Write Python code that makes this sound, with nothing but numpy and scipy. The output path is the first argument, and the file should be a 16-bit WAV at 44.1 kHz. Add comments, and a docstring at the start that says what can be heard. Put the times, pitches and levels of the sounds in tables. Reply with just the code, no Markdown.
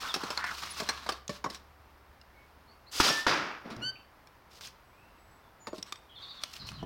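"""Foot pump and air cannon in a garden

A foot pump wheezes on paving, then shoes scuff and a homemade air cannon is picked up in a fenced back garden.
Its valve hisses as shaped noise, the dart pops out as short rings, and the leak whistles as a gliding sine.
A second blast empties the tank and the valve squeaks in harmonics; then the gear knocks and clicks close by.
Small birds sing in warbling near-sines over a faint outdoor rumble of coloured noise."""
import sys
import numpy as np
from scipy import signal
from scipy.fft import rfft, irfft, next_fast_len
from scipy.io import wavfile
from scipy.ndimage import uniform_filter1d

SR = 44100
rng = np.random.default_rng(int(sys.argv[2]) if len(sys.argv) > 2 else 0)


def dump_mix(stems):
    """Bounce the given channels to the path in sys.argv[1] as a 16-bit WAV at rate SR."""
    frames = np.atleast_2d(stems).T  # one column per channel
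    limited = np.clip(frames, -1, 1)  # hard clip at full scale
    pcm = np.round(limited * 32767).astype(np.int16)
    wavfile.write(sys.argv[1], SR, pcm)


N = 302085
TIME = np.arange(N) / SR


def from_db(db):
    """Decibels to gain."""
    return 10 ** (np.asarray(db) / 20)


def rms_one(x):
    """Scale to unit rms."""
    return x / np.sqrt(np.mean(x ** 2) + 1e-20)


def level(rows, axis=1):
    """Gain from one dB column of a curve, silent outside it."""
    rows = np.array(rows)
    curve_db = np.interp(TIME, rows[:, 0], rows[:, axis], left=-200, right=-200)
    return uniform_filter1d(from_db(curve_db), size=64)


def envelope(s, rise, length, release_db_per_s):
    """Swell, hold until the length is over, then die away."""
    t = TIME - s
    swell = np.clip(t / max(rise, 1e-4), 0, 1)
    fall_db = np.minimum(abs(release_db_per_s) * np.maximum(t - length, 0), 200)
    return swell * from_db(-fall_db)


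def drift(rate, size=N):
    """Random wander around zero: normal draws, this many per second, joined by straight lines."""
    position = np.arange(size) / SR * rate
    count = int(position[-1]) + 2
    return np.interp(position, np.arange(count), rng.standard_normal(count))


def colour(x, spectrum):
    """Causal (minimum-phase) filter through (Hz, dB) points, falling 18 dB per octave beyond the ends."""
    size = 2 * next_fast_len(len(x))
    hz, db = np.transpose(spectrum)
    octave = np.log2(np.arange(size // 2 + 1) * SR / size + 1)
    knots = np.log2(hz)
    beyond = np.abs(octave - np.clip(octave, knots[0], knots[-1]))
    gain_db = np.interp(octave, knots, db) - 18 * beyond
    # folding the cepstrum onto positive time makes the phase minimal
    cepstrum = irfft(np.log(from_db(gain_db)))[:size // 2]
    cepstrum[1:] *= 2
    return irfft(rfft(x, size) * np.exp(rfft(cepstrum, size)))[:len(x)]


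def resonate(x, peaks):
    """Lift each resonance (Hz, width Hz, dB) out of the sound with a two-pole filter, one after another."""
    for hz, width, db in peaks:
        r = np.exp(-np.pi * width / SR)
        zeros = np.array([1, 0, -1]) * (1 - r * r) / 2
        poles = [1, -2 * r * np.cos(2 * np.pi * hz / SR), r * r]
        x = x + (from_db(db) - 1) * signal.lfilter(zeros, poles, x)
    return x


def noise(spectrum, flutter_db, rate):
    """Turbulent noise of a given colour with a fluttering level, rms one."""
    return rms_one(colour(rng.standard_normal(N), spectrum) * from_db(flutter_db * drift(rate)))


def grains(per_s, spread_db):
    """Random tiny slips, a few of them much larger than the rest."""
    slips = rng.random(N) < per_s / SR
    size_db = spread_db * np.minimum(rng.exponential(1, N), 4)
    return slips * rng.choice([-1, 1], N) * from_db(size_db)


def phase_of(hz, jitter):
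    """Running phase of a slightly unsteady pitch."""
    return 2 * np.pi * np.cumsum(hz * (1 + jitter * drift(700))) / SR


def note(length, start_hz, end_hz, db, warble_hz):
    """A gliding near-sine with a fast uneven warble."""
    size = int(length * SR)
    warble = np.sin(2 * np.pi * np.cumsum(130 + 60 * drift(200, size)) / SR)
    hz = np.linspace(start_hz, end_hz, size) + warble_hz * warble
    tone = np.sin(2 * np.pi * np.cumsum(hz) / SR)
    return from_db(db) * np.sqrt(2) * signal.windows.tukey(size, .6) * tone


def add(out, s, sound):
    """Mix a sound in at a time."""
    start = max(round(s * SR), 0)
    out[start:start + len(sound)] += sound[:max(N - start, 0)]


def rings(rows):
    """Each row (s, dB, Hz, t60 s) is one mode, kicked and left to die."""
    out = np.zeros(N)
    for s, db, hz, t60 in rows:
        t = TIME[:int(2 * t60 * SR)]
        add(out, s, -from_db(db - 60 * t / t60) * np.sin(2 * np.pi * hz * t))
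    return out


def echoes(x, t60, delay, dull_hz):
    """Scattered reflections from fences, walls and shrubs: a sparse decaying random tail of unit energy."""
    t = TIME[:SR]
    sparse = rng.standard_normal(SR) * (rng.random(SR) < .06)
    tail = sparse * from_db(-60 * t / t60) * (t > delay)
    tail = signal.sosfilt(signal.butter(2, min(dull_hz, .45 * SR), fs=SR, output="sos"), tail)
    return signal.fftconvolve(x, tail / np.sqrt(np.sum(tail ** 2)))[:N]


# Colour of the far rumble. Each row: frequency in Hz, relative level in dB.
GARDEN_COLOUR = [(20, -15), (70, -7.5), (170, -16.5), (500, -18), (1000, -14.5), (2000, -22.5),
                 (3250, -30.5), (5100, -33), (7100, -42), (9000, -42), (16000, -37.5)]
# Distant engine. Each row: time in seconds, level in dB before the hum trim.
ENGINE_HUM = [(0, -62), (1.0, -54.5), (2.6, -64), (4.2, -72), (6.85, -78)]
# Air on the microphone. 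Each row: time in seconds, level in dB.
WIND_PUFF = [(6.57, -73), (6.605, -51), (6.75, -47), (6.85, -42.5)]
# Colour of that air. Each row: frequency in Hz, relative level in dB.
WIND_COLOUR = [(30, -8), (110, -0.5), (200, -6), (400, -28)]
GARDEN_DB, HUM_TRIM_DB = -59, -3


def outdoors():
    """Far traffic as coloured noise, a low engine note near 71 Hz, and a puff of wind on the microphone."""
    traffic = from_db(GARDEN_DB) * noise(GARDEN_COLOUR, flutter_db=.5, rate=12)
    engine = np.sqrt(2) * np.sin(2 * np.pi * np.cumsum(71 + 3 * drift(10)) / SR)
    hum = from_db(HUM_TRIM_DB) * level(ENGINE_HUM) * engine
    wind = level(WIND_PUFF) * noise(WIND_COLOUR, flutter_db=2.5, rate=40)
    return traffic + hum + wind


# Whistles of distant birds. Each row: start in seconds, length in seconds, start Hz, end Hz, level in dB.
FAR_WHISTLES = [(2.329, .12, 2200, 2230, -68), (2.67, 0.067, 4200, 4700, -66.5),
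                (2.86, 0.047, 3910, 4780, -60), (3.953, 0.017, 2450, 2640, -52),
                (4.8, 0.33, 7800, 7800, -82.5), (4.9, .22, 2260, 2880, -71), (5.12, 0.33, 7920, 7730, -78),
                (5.1, .11, 2850, 2550, -76), (5.42, .06, 3580, 3500, -75), (5.588, .13, 7030, 6820, -62),
                (5.679, .37, 7880, 8100, -74.5)]
# Syllables of a nearer bird, each a downward slur. Each row: start in seconds, start Hz, level in dB.
NEAR_SONG = [(6.085, 3390, -60), (6.148, 3710, -52.5), (6.214, 3880, -48), (6.281, 4020, -48.5),
             (6.358, 3850, -51.5), (6.44, 3220, -61), (6.585, 4400, -50), (6.639, 4550, -52),
             (6.73, 4380, -54.5), (6.775, 3260, -57)]
SYLLABLE_S, SLUR_SHARE = 0.0505, 0.121   # length of a syllable; share of its pitch that it falls
# a second, higher voice grows with effort and equals the first at this level
UPPER_VOICE_RATIO, UPPER_VOICE_FULL_DB = 1.19, -44


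def birds(scatter_db=-4, warble_hz=150):
    """Song from the shrubs, blurred by the fences; short notes warble, long ones are steadier."""
    out = np.zeros(N)
    for s, length, start_hz, end_hz, db in FAR_WHISTLES:
        add(out, s, note(length, start_hz, end_hz, db, warble_hz * min(1, 0.054 / length)))
    for s, hz, db in NEAR_SONG:
        upper_voice = (hz * UPPER_VOICE_RATIO, 2 * db - UPPER_VOICE_FULL_DB)
        for voice_hz, voice_db in (hz, db), upper_voice:
            add(out, s, note(SYLLABLE_S, voice_hz, voice_hz * (1 - SLUR_SHARE), voice_db, warble_hz))
    return out + from_db(scatter_db) * echoes(out, t60=0.2, delay=.004, dull_hz=9000)


def ticks(per_s=160):
    """Bits of grit crack at random, each ringing for a moment at its own pitch."""
    draws = rng.random((int(max(per_s, 1) * N / SR), 3))
    return rms_one(rings([(when * N / SR, -20 * size, 1500 * 4.3 ** pitch, .007) for when, size, pitch in draws]))


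# Soles and sleeves rubbing. Each row: start in seconds, length in seconds, body level in dB, grit level in dB.
SCUFFS = [(0, 0.082, -44.5, -47), (0.086, 0.32, -47.5, -50), (0.458, .29, -47.5, -47.5),
          (0.617, 0.032, -40.5, -54), (.76, 0.079, -47, -46), (0.849, 0.13, -45, -53),
          (0.974, 0.2, -52, -58), (1.3, 0.073, -53, -55), (1.487, 0.086, -58, -57),
          (3.7, 0.022, -47.5, -62), (4.502, 0.084, -75, -58.5), (4.605, 0.068, -59.5, -50),
          (5.74, 0.035, -66, -55), (5.855, .04, -57, -61), (6.184, 0.63, -58, -69),
          (6.406, 0.14, -63, -57.5), (6.524, 0.039, -55, -47.5), (6.662, 0.036, -56, -51.5)]
SCUFF_RISE_S, SCUFF_RELEASE_DB_PER_S = 0.0095, 396
# Colour of the dull drag. Each row: frequency in Hz, relative level in dB.
RUB_BODY = [(130, -6.5), (550, -13), (1200, 1), (2040, -6.5), (4000, -8)]
# Colour of the bright grit. Each row: frequency in Hz, relative level in dB.
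RUB_GRIT = [(2500, -1.5), (5200, 3), (7000, -6.5), (10000, -12), (16000, -14.5)]
# Resonances of the handled gear. Each row: frequency in Hz, width in Hz, lift in dB.
GEAR_MODES = [(312, 67, 1.85), (1090, 140, 4.7), (4300, 550, 4.2), (5340, 570, 3.1)]


def rubbing(tick_db=-5, hard_db=-50, uneven_db=2):
    """Soles drag over gritty paving and cloth slides over the pipe as streams of slips; hard scuffs crack more."""
    drag, force = np.zeros(N), np.zeros(N)
    for s, length, body_db, grit_db in SCUFFS:
        shape = envelope(s, SCUFF_RISE_S, length, SCUFF_RELEASE_DB_PER_S)
        drag = np.maximum(drag, from_db(body_db) * shape)
        force = np.maximum(force, from_db(grit_db) * shape)
    body = rms_one(resonate(colour(grains(5000, 3.5), RUB_BODY), GEAR_MODES))
    hardness = np.minimum(force / from_db(hard_db), 1)
    cracks = from_db(tick_db) * hardness * ticks()
    grit = rms_one(colour(grains(6000, 3.3), RUB_GRIT))
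    return (drag * body + force * (grit + cracks)) * from_db(uneven_db * drift(60))


# Pump frame and cannon knocking. Each row: start in seconds, peak in dB, bass tilt in dB, treble tilt in dB.
KNOCKS = [(0.235, -24, 9, -2.5), (0.304, -22, -1, 0.5), (0.4413, -23.5, -15, -9), (0.8892, -15, -9, -4.5),
          (1.0635, -28.5, -8.5, -11), (1.0904, -17.5, -9.5, -4.5), (1.121, -25, -1.5, -1),
          (1.294, -24, 12, 0.5), (1.5007, -31, 12, 8), (1.546, -33, -8, 8), (3.703, -35, -9, -9),
          (5.6705, -26, 3, -9), (5.7306, -26, 12, -14), (5.781, -33, 23, 9.5), (6.828, -27.5, 12.5, -16)]
# A shoe lands, heel first, then the dull sole.
# Each row: start in seconds, heel peak in dB, heel treble tilt in dB, sole peak in dB.
STEPS = [(0.1411, -18, 3, -24), (0.801, -21, -2, -28.5), (1.4421, -21.5, -14, -22.5)]
# Small hard parts clicking. Each row: start in seconds, peak in dB, treble tilt in dB.
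CLICKS = [(0.375, -20, 0), (1.2796, -32.5, 17), (2.214, -44, 11), (3.765, -38, -4), (4.272, -45, 0),
          (4.61, -31.5, 5), (5.827, -31, 15), (5.924, -24.5, 0), (5.958, -39, 0), (6.537, -33, 3),
          (6.4363, -18.5, 6), (6.689, -28, 4), (6.7175, -36.5, -2)]
KNOCK_T60_S = 0.07
HEEL_BASS_DB, HEEL_T60_S = -5, 0.069
SOLE_DELAY_S, SOLE_BASS_DB, SOLE_TREBLE_DB, SOLE_T60_S = .0187, 6.5, -16, 0.068
CLICK_BASS_DB, CLICK_T60_S = -11, 0.016


def contacts():
    """Every knock, heel, sole and click as (s, peak dB, bass dB, treble dB, t60 s)."""
    rows = [(*knock, KNOCK_T60_S) for knock in KNOCKS]
    for s, heel_db, treble, sole_db in STEPS:
        rows.append((s, heel_db, HEEL_BASS_DB, treble, HEEL_T60_S))
        rows.append((s + SOLE_DELAY_S, sole_db, SOLE_BASS_DB, SOLE_TREBLE_DB, SOLE_T60_S))
    return rows + [(s, db, CLICK_BASS_DB, treble, CLICK_T60_S) for s, db, treble in CLICKS]


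# Small hard parts pinging. Each row: start in seconds, level in dB, frequency in Hz, t60 in seconds.
PINGS = [(0.3755, -22.5, 4170, 0.018), (1.2797, -33, 6430, 0.014), (5.8285, -24.5, 5560, 0.014)]


def knocks(crack=2.8, rattle_db=-23, rattle_t60=0.12, mode_db=9, mode_width=0.041):
    """Each contact is a crack, a quick ring in modes of its own and a weak rattle, with its own tilt of tone."""
    out, t = rings(PINGS), TIME[:SR // 5]
    for s, peak_db, bass, treble, t60 in contacts():
        decay = from_db(-60 * t / t60) + from_db(rattle_db - 60 * t / rattle_t60)
        blow = rng.standard_normal(len(t)) * decay
        blow[0] += crack
        tone = [(170, bass + 5), (400, bass + 5), (1200, 0), (2900, treble - 4),
                (5600, treble - 5), (7800, treble - 14), (15500, treble - 23)]
        mode_hz = np.geomspace(700, 8000, num=7) * 2 ** rng.uniform(-.25, .25, size=7)
        own_modes = [(hz, hz * mode_width, mode_db) for hz in mode_hz]
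        hit = resonate(colour(blow, tone), GEAR_MODES + own_modes)
        add(out, s, from_db(peak_db) * hit / np.abs(hit).max())
    return out


# Strokes of the pump.
# Each row: start in seconds, length in seconds, level in dB, resonance lift at full piston speed in Hz.
STROKES = [(0.019, 0.086, -40.5, 167.6), (0.183, 0.15, -43.5, 29.1), (0.366, .15, -38.5, 682)]
# resonance of the pump at rest; how far into a stroke the piston is fastest
PUMP_REST_HZ, PISTON_FASTEST_SHARE = 1163, .64
STROKE_RISE_S, STROKE_RELEASE_DB_PER_S = 0.016, 550


def pump(width_hz=620, broad_db=-9):
    """The piston forces air through a resonance that rises with its speed; the seal gives two falling squeals."""
    flow, hz = np.zeros(N), np.full(N, float(PUMP_REST_HZ))
    for s, length, db, lift_hz in STROKES:
        flow += from_db(db) * envelope(s, STROKE_RISE_S, length, STROKE_RELEASE_DB_PER_S)
        travel = np.clip((TIME - s) / (PISTON_FASTEST_SHARE * length), 0, 2)
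        hz += lift_hz * np.sin(np.pi / 2 * travel) ** 2
    # low noise times a sine makes a noise band around the moving pitch
    low_noise = signal.sosfilt(signal.butter(2, width_hz / 2, fs=SR, output="sos"), rng.standard_normal(N))
    wheeze = rms_one(low_noise * np.sin(phase_of(hz, jitter=0.0517)))
    out = flow * (wheeze + from_db(broad_db) * noise(RUB_BODY, flutter_db=5.5, rate=78))
    add(out, .08, note(0.048, 3900, 3200, -39.0, 60))
    add(out, .7, note(0.03, 10900, 9600, -44, 110))
    return out


# Leak past the valve. Each row: time in seconds, pitch in Hz, level in dB.
LEAK_WHISTLE = [(3.09, 1710, -46), (3.11, 1775, -35), (3.15, 1760, -37.5), (3.185, 1775, -33),
                (3.265, 1813, -49)]
# Resonances of the valve. Each row: frequency in Hz, width in Hz, lift in dB.
VALVE_MODES = [(2890, 290, 11), (4580, 120, 17)]
PIP_HZ = 5520   # brief high note as the whistle catches
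# the seal squeaks once, its pitch climbing to a steady note
SQUEAK_AT_S, SQUEAK_RISE_S, SQUEAK_LENGTH_S, SQUEAK_RELEASE_DB_PER_S = 3.812, 0.021, 0.087, 1300
SQUEAK_FROM_HZ, SQUEAK_TO_HZ, SQUEAK_GLIDE_S = 1370, 1542, .028


def valve(squeak_db=-44, overtone_fall_db=4.5):
    """The narrow gap whistles; later the seal sticks and slips in a rising squeak of ten harmonics."""
    s, hz, _ = np.transpose(LEAK_WHISTLE)
    whistle_phase = phase_of(np.interp(TIME, s, hz), jitter=0.00245)
    whistle = level(LEAK_WHISTLE, axis=2) * np.sin(whistle_phase)
    add(whistle, 3.093, note(0.02, PIP_HZ, PIP_HZ, -32, 70))
    slack = np.exp(-np.maximum(TIME - SQUEAK_AT_S, 0) / SQUEAK_GLIDE_S)
    squeak_hz = SQUEAK_TO_HZ + (SQUEAK_FROM_HZ - SQUEAK_TO_HZ) * slack
    phase = phase_of(squeak_hz, jitter=0.0053 + 0.0145 * slack)
    slips = sum(from_db(squeak_db - overtone_fall_db * k) * np.sin((k + 1) * phase) for k in range(10))
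    shape = envelope(SQUEAK_AT_S, SQUEAK_RISE_S, SQUEAK_LENGTH_S, SQUEAK_RELEASE_DB_PER_S)
    return np.sqrt(2) * (whistle + resonate(slips * shape, VALVE_MODES))


BLAST_AT_S = 3.2663   # the second blast, shared by its gush and its pop
# The valve lets air go in gushes. Each row: start in seconds, rise in seconds, length in seconds,
# level in dB before the band balance, sag in dB per second, release in dB per second, brightness in dB per band.
GUSHES = [(2.912, .012, .05, -55, 0, 300, 13), (2.91, 0.048, 0.096, -45, -73, 300, 6.5),
          (3.007, 0.036, 0.083, -27.5, 6, 350, 3.5), (3.095, 0.0054, 0.011, -40.5, 0, 600, -8.5),
          (3.101, .02, 0.1, -35.5, 37, 220, 4.5), (BLAST_AT_S, .002, 0.26, -27, 90, 123, -3),
          (3.637, 0.019, 0.18, -57.5, 7, 115, -9.5)]
# Bands of the jet, from low roar to top hiss. Each row: low edge in Hz, high edge in Hz.
JET_BANDS = [(100, 700), (700, 2500), (2500, 6500), (6500, 17000)]
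# Balance of these bands. Each row: level in dB, share of the sag.
JET_BALANCE = [(-5, 1.02), (-0.5, 0.66), (-1, 1.12), (-12, 1.35)]
# Colour of the escaping air. Each row: frequency in Hz, relative level in dB.
JET_COLOUR = [(100, -14), (280, -5), (785, -5.5), (1300, -2), (2000, -6.5), (5400, -7), (7700, -19.5),
              (16000, -31.5)]
# Resonances of the barrel. Each row: frequency in Hz, width in Hz, lift in dB.
BARREL_MODES = [(295, 50, 4.5), (605, 32, 1), (1350, 130, 1.5), (2650, 56, 1), (3500, 70, 4),
                (4860, 110, 6)]


def jet(eddy_db=1.3, gust_db=1.0, gust_rate=45):
    """Escaping air roars through the barrel in gusts; as the pressure falls the top hiss sags fastest."""
    air = resonate(noise(JET_COLOUR, flutter_db=eddy_db, rate=350), BARREL_MODES)
    shapes = [envelope(s, rise, length, release) for s, rise, length, _, _, release, _ in GUSHES]
    out = np.zeros(N)
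    for k, (band, (band_db, sag_share)) in enumerate(zip(JET_BANDS, JET_BALANCE)):
        # each band takes a different second of the noise
        band_filter = signal.butter(3, band, "band", fs=SR, output="sos")
        part = rms_one(signal.sosfilt(band_filter, np.roll(air, k * SR)))
        height = k - (len(JET_BANDS) - 1) / 2
        power = np.zeros(N)
        for shape, (s, _, length, db, sag, _, bright) in zip(shapes, GUSHES):
            sag_db = sag_share * sag * np.clip(TIME - s, 0, length)
            power += (shape * from_db(db + bright * height - sag_db)) ** 2
        gusts_db = gust_db * drift(gust_rate) / (k + 1)
        out += part * from_db(band_db + gusts_db) * np.sqrt(power)
    return out


# Pops at the muzzle. Each row: start in seconds, level in dB, ring in Hz, low thump level in dB.
POPS = [(3.0007, -8, 1320, -14), (BLAST_AT_S, -9.5, 1430, -38)]
POP_T60_S, BARREL_ROUND_TRIP_S, BOUNCE_LOSS_DB, BOUNCE_PITCH_SHARE = 0.0077, 0.00201, 4, 0.8
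THUMP_HZ, THUMP_T60_S = 329, 0.016
TANK_HZ, TANK_T60_S, TANK_DB = 70, .15, -25   # the tank booms this far under the thump
# Last puffs from the emptying tank. Each row: start in seconds, level in dB, ring in Hz.
TANK_PUFFS = [(3.657, -42, 231), (3.712, -39.5, 222), (3.766, -40.5, 118), (3.787, -41, 222),
              (3.85, -45, 126)]
PUFF_RING_T60_S = 0.24


def blasts(puff_db=-18, puff_t60=0.095):
    """Steep pressure fronts bounce along the barrel, duller each time; a puff of turbulence follows the dart out."""
    modes = [(s, db, hz, PUFF_RING_T60_S) for s, db, hz in TANK_PUFFS]
    for s, db, hz, thump_db in POPS:
        for k in range(3):
            bounce_hz = hz * BOUNCE_PITCH_SHARE ** k
            modes.append((s + k * BARREL_ROUND_TRIP_S, db - k * BOUNCE_LOSS_DB, bounce_hz, POP_T60_S))
        back = s + BARREL_ROUND_TRIP_S
        modes.append((back, thump_db, THUMP_HZ, THUMP_T60_S))
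        modes.append((back, thump_db + TANK_DB, TANK_HZ, TANK_T60_S))
    out, t = rings(modes), TIME[:SR // 3]
    turbulence = rms_one(resonate(colour(rng.standard_normal(len(t)), JET_COLOUR), BARREL_MODES))
    add(out, 3.003, turbulence * from_db(puff_db - 60 * t / puff_t60))
    return out


def scene():
    """Close sounds with the garden's short echo, birds and air behind them."""
    near = rubbing() + knocks() + pump() + valve() + jet() + blasts()
    garden_echo = from_db(-20.5) * echoes(near, t60=0.41, delay=0.011, dull_hz=5170)
    return (outdoors() + birds() + garden_echo + near)[None]


CUTOFF_HZ = 16200


def record(dry):
    """The top is cut steeply by an elliptic low-pass."""
    return signal.sosfilt(signal.ellip(10, .2, 80, CUTOFF_HZ, fs=SR, output="sos"), dry)


dry = scene()
out = record(dry)
dump_mix(out)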